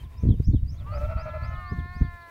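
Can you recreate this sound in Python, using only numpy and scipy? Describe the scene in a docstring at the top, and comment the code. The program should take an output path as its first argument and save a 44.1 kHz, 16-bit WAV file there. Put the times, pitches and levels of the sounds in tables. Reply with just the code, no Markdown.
"""Wind rumbles and buffets the microphone on open grassland, while a small bird nearby repeats a
rising, warbling, falling phrase and others whistle further off. Then a ewe close by bleats in quick,
hoarse throbs, and two lambs hold clear, overlapping calls. Each sheep's voice is a row of harmonics
shaped by its throat; glottal snaps and puffs of air make the ewe rasp. Behind them lie faint bleats,
the blur of the distant flock and rustling grass."""
import sys
import numpy as np
from scipy import signal
from scipy.fft import rfft, irfft
from scipy.io import wavfile
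from scipy.ndimage import uniform_filter1d

SR = 44100
rng = np.random.default_rng(int(sys.argv[2]) if len(sys.argv) > 2 else 0)


def bounce(signal):
    """Save signal as a 16-bit WAV file at the path given by the first command-line argument."""
    frames = np.transpose(np.atleast_2d(signal))
    limited = np.clip(frames, -1, 1)
    pcm = np.round(limited * 32767).astype(np.int16)
    wavfile.write(sys.argv[1], SR, pcm)


N = 101429
T = np.arange(N) / SR

# throbs of the near ewe (centre [s], length [s], pitch [Hz], voice level [dB], rasp level [dB])
EWE_THROBS = [(0.744, 0.033, 140, -84, -62), (0.819, 0.057, 145.3, -74, -55.5),
              (0.904, 0.029, 150.2, -49.5, -58), (0.945, 0.043, 149.3, -36, -44.5),
              (0.975, 0.024, 145.9, -36, -47.5), (1.038, 0.054, 149.6, -33, -43.5),
              (1.114, 0.049, 162.9, -36.5, -41), (1.195, .05, 161.2, -38, -41),
              (1.278, 0.0413, 156.2, -34, -41.5), (1.356, 0.039, 157.1, -34.5, -43),
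              (1.442, 0.053, 152.1, -42, -43), (1.524, 0.043, 166.5, -46, -47.5),
              (1.593, .03, 160.3, -53, -61)]
# her throat, for the voiced tone and for the rasp (frequency [Hz], gain [dB])
EWE_VOICE_THROAT = [(150, -31), (320, -26), (470, -20.5), (580, 4.5), (660, 8), (770, -33), (950, -49),
                    (1300, -8.5), (1700, -28), (3000, -44)]
EWE_RASP_THROAT = [(300, -25.5), (600, 13.5), (850, 1.5), (1150, 0.5), (1400, 12), (1650, -4.5),
                   (2100, 2.5), (2650, -2.5), (3300, -19), (4600, -21.5), (6500, -40.5), (15000, -42)]
# the lambs' calls (time [s], pitch [Hz], level [dB])
FIRST_LAMB_CALL = [(.845, 355, -57.5), (.875, 389.3, -43.5), (.92, 408.5, -44.5), (.96, 430.7, -46.5),
                   (1.1, 449.6, -46), (1.35, 445.6, -46.5), (1.48, 434.8, -48.5), (1.59, 416, -44.5),
                   (1.665, 394, -44.5), (1.73, 379.6, -46.5), (1.755, 370, -57)]
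SECOND_LAMB_CALL = [(1.19, 337.6, -66.5), (1.24, 334.1, -51.5), (1.41, 342.5, -46.5), (1.5, 346.8, -46),
                    (1.6, 360.4, -45.5), (1.7, 356.6, -44.5), (1.84, 351.4, -45), (1.925, 359.7, -45),
                    (2.06, 351.3, -45.5), (2.15, 347.3, -46.5), (2.3, 339, -48)]
# their throats and the air in their voices (frequency [Hz], gain [dB])
FIRST_LAMB_THROAT = [(400, -27), (880, -10.5), (1100, 14), (1380, 1.5), (1650, -17.5), (2200, -18.5),
                     (2900, -13), (3400, -38.5), (4300, -38), (6000, -37)]
SECOND_LAMB_THROAT = [(350, -22.5), (700, -3.5), (1060, 3), (1410, -3.5), (1770, 3.5), (2120, -3.5),
                      (2480, -15.5), (2900, -33.5), (3500, -24), (4250, -18.5), (4700, -24.5), (6000, -35)]
BREATH_COLOUR = [(500, -12), (1100, 1), (1800, 1), (2600, -11), (4000, -8), (7000, -22)]
# the near bird (top of rise [s], rise length [s], start pitch [Hz], rise level [dB], warble length [s],
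# warble against rise [dB], wait from top to mid-fall [s], fall length [s], fall level [dB])
BIRD_PHRASES = [(-.08, 0.037, 4850, -62, .06, -5, 0.13, 0.079, -65.5),
                (0.197, .042, 4800, -62, 0.069, -2, 0.12, 0.12, -58.5),
                (0.466, 0.042, 4700, -55, 0.061, -5, 0.093, 0.1, -59.5),
                (.716, 0.057, 4610, -55.5, 0.067, -6.5, 0.085, 0.08, -60),
                (0.977, 0.087, 4230, -56.5, 0.06, -8.5, 0.078, .075, -61.5),
                (1.227, 0.081, 4260, -56.5, 0.045, -9, 0.078, 0.068, -63),
                (1.471, .068, 4270, -56, 0.052, -10.5, 0.085, 0.069, -61),
                (1.721, 0.094, 4120, -58, 0.064, -12.5, .076, 0.054, -58.5),
                (1.978, 0.063, 4220, -59.5, 0.058, -5, 0.076, .08, -63)]
# birds further off (start [s], length [s], first pitch [Hz], middle [Hz], last [Hz], level [dB])
FAR_WHISTLES = [(-.03, 0.056, 3300, 3186, 3060, -56), (0.09, 0.15, 3580, 3730, 3540, -76),
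                (0.179, .065, 2500, 2430, 2260, -71), (0.28, 0.058, 3380, 3250, 3083, -63.5),
                (0.321, 0.13, 3520, 3720, 3830, -75), (0.494, 0.13, 3540, 3680, 3800, -70.5),
                (0.742, .08, 3150, 3630, 4960, -71), (2.215, 0.038, 4300, 3610, 3010, -71),
                (2.18, 0.19, 4450, 4430, 4380, -75)]
# wind at the microphone (time [s], level [dB])
WIND_LEVEL = [(0, -46.5), (.04, -32.5), (.1, -45), (.2, -35.5), (.3, -28.5), (.38, -29), (.45, -29.5),
              (.55, -30), (.68, -28.5), (.77, -35.5), (.92, -31), (1.05, -26), (1.14, -32), (1.33, -36.5),
              (1.44, -29.5), (1.57, -32.5), (1.66, -40.5), (1.78, -34.5), (1.93, -39), (2.07, -37.5),
              (2.16, -44.5), (2.23, -56), (2.3, -61)]
# eddies striking it (time [s], length [s], level [dB], tilt from 50 to 800 Hz [dB/octave])
WIND_BUFFETS = [(0.237, 0.011, -18, 5.5), (0.256, 0.014, -18, 1.5), (0.271, 0.0057, -17, 2),
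                (0.29, 0.028, -13.5, -0.5), (0.308, 0.029, -11.5, 1), (0.343, 0.02, -23, 2.5),
                (0.403, 0.0084, -16.5, 1.5), (0.489, 0.02, -12.5, -6.5), (0.514, 0.015, -25.5, 1),
                (0.543, 0.011, -12.5, 2.5), (0.565, 0.02, -16, -6), (.633, 0.0058, -12, -12.5),
                (1.165, 0.0127, -20.5, -5.5), (1.726, 0.016, -23, 3), (1.789, 0.041, -27.5, 0.5),
                (1.86, 0.019, -39.5, 2.5), (1.967, 0.017, -29.5, -2), (2.021, .016, -14.5, -0.5),
                (2.051, 0.041, -26.5, -4)]
# colours of the rumble and of a buffet (frequency [Hz], gain [dB])
RUMBLE_COLOUR = [(20, -5), (45, -1.5), (80, 5), (110, -4.5), (160, -13.5), (250, -25.5), (400, -43.5),
                 (800, -56.5), (2000, -68.5)]
BUFFET_COLOUR = [(20, -16), (45, 3.5), (80, 4), (130, -3.5), (200, -9), (320, -19.5), (500, -36.5),
                 (800, -57), (1500, -75), (4000, -98)]
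# sheep further back (centre [s], length [s], pitch [Hz], level [dB])
FAR_SHEEP_BLEATS = [(0.1495, 0.3, 338, -61.5), (.885, 0.0317, 462, -51.5), (.79, .09, 340, -71)]
# their throat (frequency [Hz], gain [dB])
FAR_SHEEP_THROAT = [(300, -13.5), (470, -5), (680, -12.5), (900, 0.5), (1050, 1.5), (1350, -15),
                    (2000, -13.5), (2600, -16), (4000, -26)]
# blur of the distant flock (time [s], level [dB])
FLOCK_LEVEL = [(0, -59), (.25, -63), (.36, -67), (.65, -69.5), (.85, -61.5), (1.5, -65.5), (2.1, -60.5),
               (2.3, -61.5)]
# grass stirring under the flock (centre [s], length [s], level [dB])
GRASS_RUSTLES = [(1.03, 0.14, -63.5), (.435, .03, -67)]
# colours of the flock, the grass and the background hiss (frequency [Hz], gain [dB])
FLOCK_BLUR_COLOUR = [(300, 5), (600, 2), (820, -2.5), (1020, 1.5), (1300, -8.5), (1900, -3.5), (2600, -6.5),
                     (3100, -10.5), (4200, -13.5), (6500, -18)]
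GRASS_COLOUR = [(1000, 3), (5000, 2), (9000, -5), (12000, -5), (15500, -2)]
HISS_COLOUR = [(100, 14), (400, -1), (1000, -20), (3000, 3), (5000, 8.5), (7000, -17), (15000, 5.5)]


def ewe():
    """Close by, a low voice arches in pitch with each throb; glottal snaps and puffs of air rasp in it."""
    centres, lengths, hz, voice_db, rasp_db = np.array(EWE_THROBS).T
    sag, jitter, linger_s, puff_decay_cycles = .05, .0125, .054, .58

    def effort(levels_db, linger_db, widths, edge):
        """The throbs, with a little sound lingering between them."""
        throbs = [undb(db) * np.maximum(swell(s, w, edge), undb(linger_db) * swell(s, w + linger_s, edge))
                  for s, w, db in zip(centres, widths, levels_db)]
        return np.max(throbs, axis=0)

    arch = np.max([swell(s, length) for s, length in zip(centres, lengths)], axis=0)
    pitch = np.interp(T, centres, hz) * (1 - sag * (1 - arch)) * (1 + jitter * waver(199))
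    tone, cycles = voice(pitch, EWE_VOICE_THROAT, count=11)
    snaps = np.diff(np.floor(cycles), prepend=0) * undb(3 * waver(270))  # one a cycle, uneven
    puffs = rng.standard_normal(N) * np.exp(-(cycles % 1) / puff_decay_cycles)
    rasp = colour(scatter(unit(snaps) + .5 * unit(puffs), wet_db=0, t60=.036), EWE_RASP_THROAT)
    tone *= effort(voice_db, linger_db=-13, widths=lengths, edge=8.3)
    rasp *= effort(rasp_db, linger_db=-11.5, widths=lengths * 1.01, edge=2.2)  # swells more gently
    return tone + rasp


def lamb(call, throat, shimmer_db, jitter):
    """A clear, held call with a little air in it, dulled at the end as the mouth closes."""
    times, hz, db = np.array(call).T
    closing_s, breath_db = .22, -22.5
    pitch = uniform_filter1d(np.interp(T, times, hz), SR // 40) * (1 + jitter * waver(110))
    closing = np.clip(1 - (times[-1] - T) / closing_s, 0, 1)
    tone, _ = voice(pitch, throat, count=13, tilt_db_per_khz=-2 * closing)
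    breath = undb(breath_db) * noise(BREATH_COLOUR)
    level_db = np.interp(T, times, db, left=-120, right=-120) + shimmer_db * waver(90)
    return (tone + breath) * undb(level_db)


def voice(hz, throat, count, tilt_db_per_khz=0):
    """Harmonics weighted by a sheep's throat, the higher wavering more; also the phase in cycles."""
    flicker_db_per_khz = .72
    cycles = np.cumsum(hz) / SR
    tone = power = 0
    for k in range(1, count + 1):
        khz = k * hz / 1e3
        gain = gain_at(k * hz, throat) * undb(tilt_db_per_khz * khz)
        flicker = undb(flicker_db_per_khz * khz * waver(22))
        tone += gain * flicker * np.sin(2 * np.pi * (k * cycles + rng.random()))
        power += gain ** 2 / 2
    return tone / np.sqrt(power), cycles


def near_bird():
    """A pure tone sweeps up, warbles through three fading arches and slides down."""
    rise_hz, fall_from_hz, fall_to_hz = 1183, 4880, 2573
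    foot_hz, arch_hz, climb_hz = 4800, 1444, 770
    out = np.zeros(N)
    for top, rise_s, start_hz, db, warble_s, warble_db, wait, fall_s, fall_db in BIRD_PHRASES:
        u = progress(rise_s)
        out += note(top - rise_s, start_hz + rise_hz * u ** 2.11, undb(db) * np.sin(np.pi * u ** 1.97))
        u = progress(warble_s)
        warble_hz = foot_hz + arch_hz * np.abs(np.sin(3 * np.pi * u)) + climb_hz * u
        out += note(top, warble_hz, undb(db + warble_db - 10 * u) * dome(u ** .5))
        u = progress(fall_s)
        fall_hz = fall_from_hz * (fall_to_hz / fall_from_hz) ** u
        out += note(top + wait - fall_s / 2, fall_hz, undb(fall_db - 16 * np.abs(2 * u - 1)) * dome(u))
    return out


def wind():
    """Gusts rumble; each eddy striking the microphone is a pressure thump in a burst of turbulence."""
    rumble = noise(RUMBLE_COLOUR)
    rumble /= np.sqrt(uniform_filter1d(rumble ** 2, SR // 10))  # evened out, so the gusts set the level
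    out = rumble * undb(np.interp(T, *np.array(WIND_LEVEL).T))
    for s, length, db, tilt in WIND_BUFFETS:
        shape = swell(s, length)
        thump = undb(-2) * colour(signal.unit_impulse(N, int(s * SR)), BUFFET_COLOUR, tilt)
        turbulence = unit(noise(BUFFET_COLOUR, tilt) * shape)
        out += undb(db) * unit(turbulence + thump) * np.sqrt(np.mean(shape ** 2))
    return out


def far_birds():
    """Thin whistles from further off, each gliding through three pitches."""
    out = np.zeros(N)
    for start, length, first, middle, last, db in FAR_WHISTLES:
        u = progress(length)
        glide = np.polyfit([0, .5, 1], [first, middle, last], 2)
        out += note(start, np.polyval(glide, u), undb(db) * dome(u))
    return out


def far_sheep():
    """Faint, rough bleats from the back of the flock, arching in pitch."""
    sag, jitter, shimmer_db = .05, .035, 3
    out = np.zeros(N)
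    for centre, length, hz, db in FAR_SHEEP_BLEATS:
        pitch = hz * (1 - sag * (1 - swell(centre, length))) * (1 + jitter * waver(250))
        tone, _ = voice(pitch, FAR_SHEEP_THROAT, count=8)
        out += tone * undb(db + shimmer_db * waver(150)) * swell(centre, length, edge=4)
    return out


def pasture():
    """The bed of the field: the blur of the distant flock, rustling grass and a faint, even hiss."""
    flock = noise(FLOCK_BLUR_COLOUR) * undb(np.interp(T, *np.array(FLOCK_LEVEL).T) + 2.3 * waver(25))
    rustles = sum(undb(db) * swell(centre, length) for centre, length, db in GRASS_RUSTLES)
    grass = noise(GRASS_COLOUR) * undb(2 * waver(200)) * rustles
    return flock + grass + undb(-76) * noise(HISS_COLOUR)


def scatter(x, wet_db, t60):
    """Add diffuse reflections that die by 60 dB in t60 seconds."""
    tail = rng.standard_normal(N) * np.exp(-np.log(1000) * T / t60)
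    return x + undb(wet_db) * signal.fftconvolve(x, tail / np.sqrt(np.sum(tail ** 2)))[:N]


def undb(db):
    """Decibels to gain."""
    return 10 ** (np.asarray(db) / 20)


def unit(x):
    """Scale to rms 1."""
    return x / np.sqrt(np.mean(x ** 2) + 1e-20)


def gain_at(hz, curve):
    """Gain along a (frequency [Hz], gain [dB]) curve."""
    f, db = np.array(curve, float).T
    return undb(np.interp(np.log(np.maximum(hz, 1)), np.log(f), db))


def colour(x, curve, tilt=0):
    """Filter by a curve, tilted in dB per octave from 50 to 800 Hz; rms 1."""
    hz = np.maximum(np.arange(N // 2 + 1) * SR / N, 1)
    slope = undb(tilt * np.log2(np.clip(hz, 50, 800)))
    return unit(irfft(rfft(x) * gain_at(hz, curve) * slope, N))


def noise(curve, tilt=0):
    """Coloured noise, rms 1."""
    return colour(rng.standard_normal(N), curve, tilt)


def waver(rate):
    """Smooth random drift that changes about rate times a second; rms 1."""
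    width = max(int(SR / rate), 1)
    return unit(uniform_filter1d(uniform_filter1d(rng.standard_normal(N), width), width))


def swell(centre, length, edge=2):
    """A rounded rise and fall; a higher edge steepens its flanks."""
    return np.exp(-np.abs(2 * (T - centre) / length) ** edge / 2)


def progress(length):
    """0 to 1 over a note."""
    return np.linspace(0, 1, int(length * SR))


def dome(u):
    """A broad arch, silent at both ends of a note."""
    return np.sqrt(np.abs(np.sin(np.pi * u)))


def note(start, hz, gain):
    """A gliding pure tone placed in time."""
    tone = np.sqrt(2) * gain * np.sin(2 * np.pi * np.cumsum(hz) / SR)
    return np.interp(T, start + np.arange(len(hz)) / SR, tone, left=0, right=0)


def scene():
    """One microphone in the wind; the calls reach it with a little scatter off ground and flock."""
    lambs = lamb(FIRST_LAMB_CALL, FIRST_LAMB_THROAT, shimmer_db=.1, jitter=.0038)
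    lambs += lamb(SECOND_LAMB_CALL, SECOND_LAMB_THROAT, shimmer_db=.12, jitter=.00065)
    sheep = scatter(ewe() + lambs + far_sheep(), wet_db=-24.5, t60=.4)
    song = (near_bird() + far_birds()) * undb(1.5 * waver(140))  # the level flutters
    birds = scatter(song, wet_db=-14, t60=.25)
    return (sheep + birds + wind() + pasture())[None]


def record(dry):
    """The recorder cuts the top above 15750 Hz."""
    return signal.sosfilt(signal.ellip(10, .2, 80, 15750, fs=SR, output="sos"), dry)


dry = scene()
out = record(dry)
bounce(out)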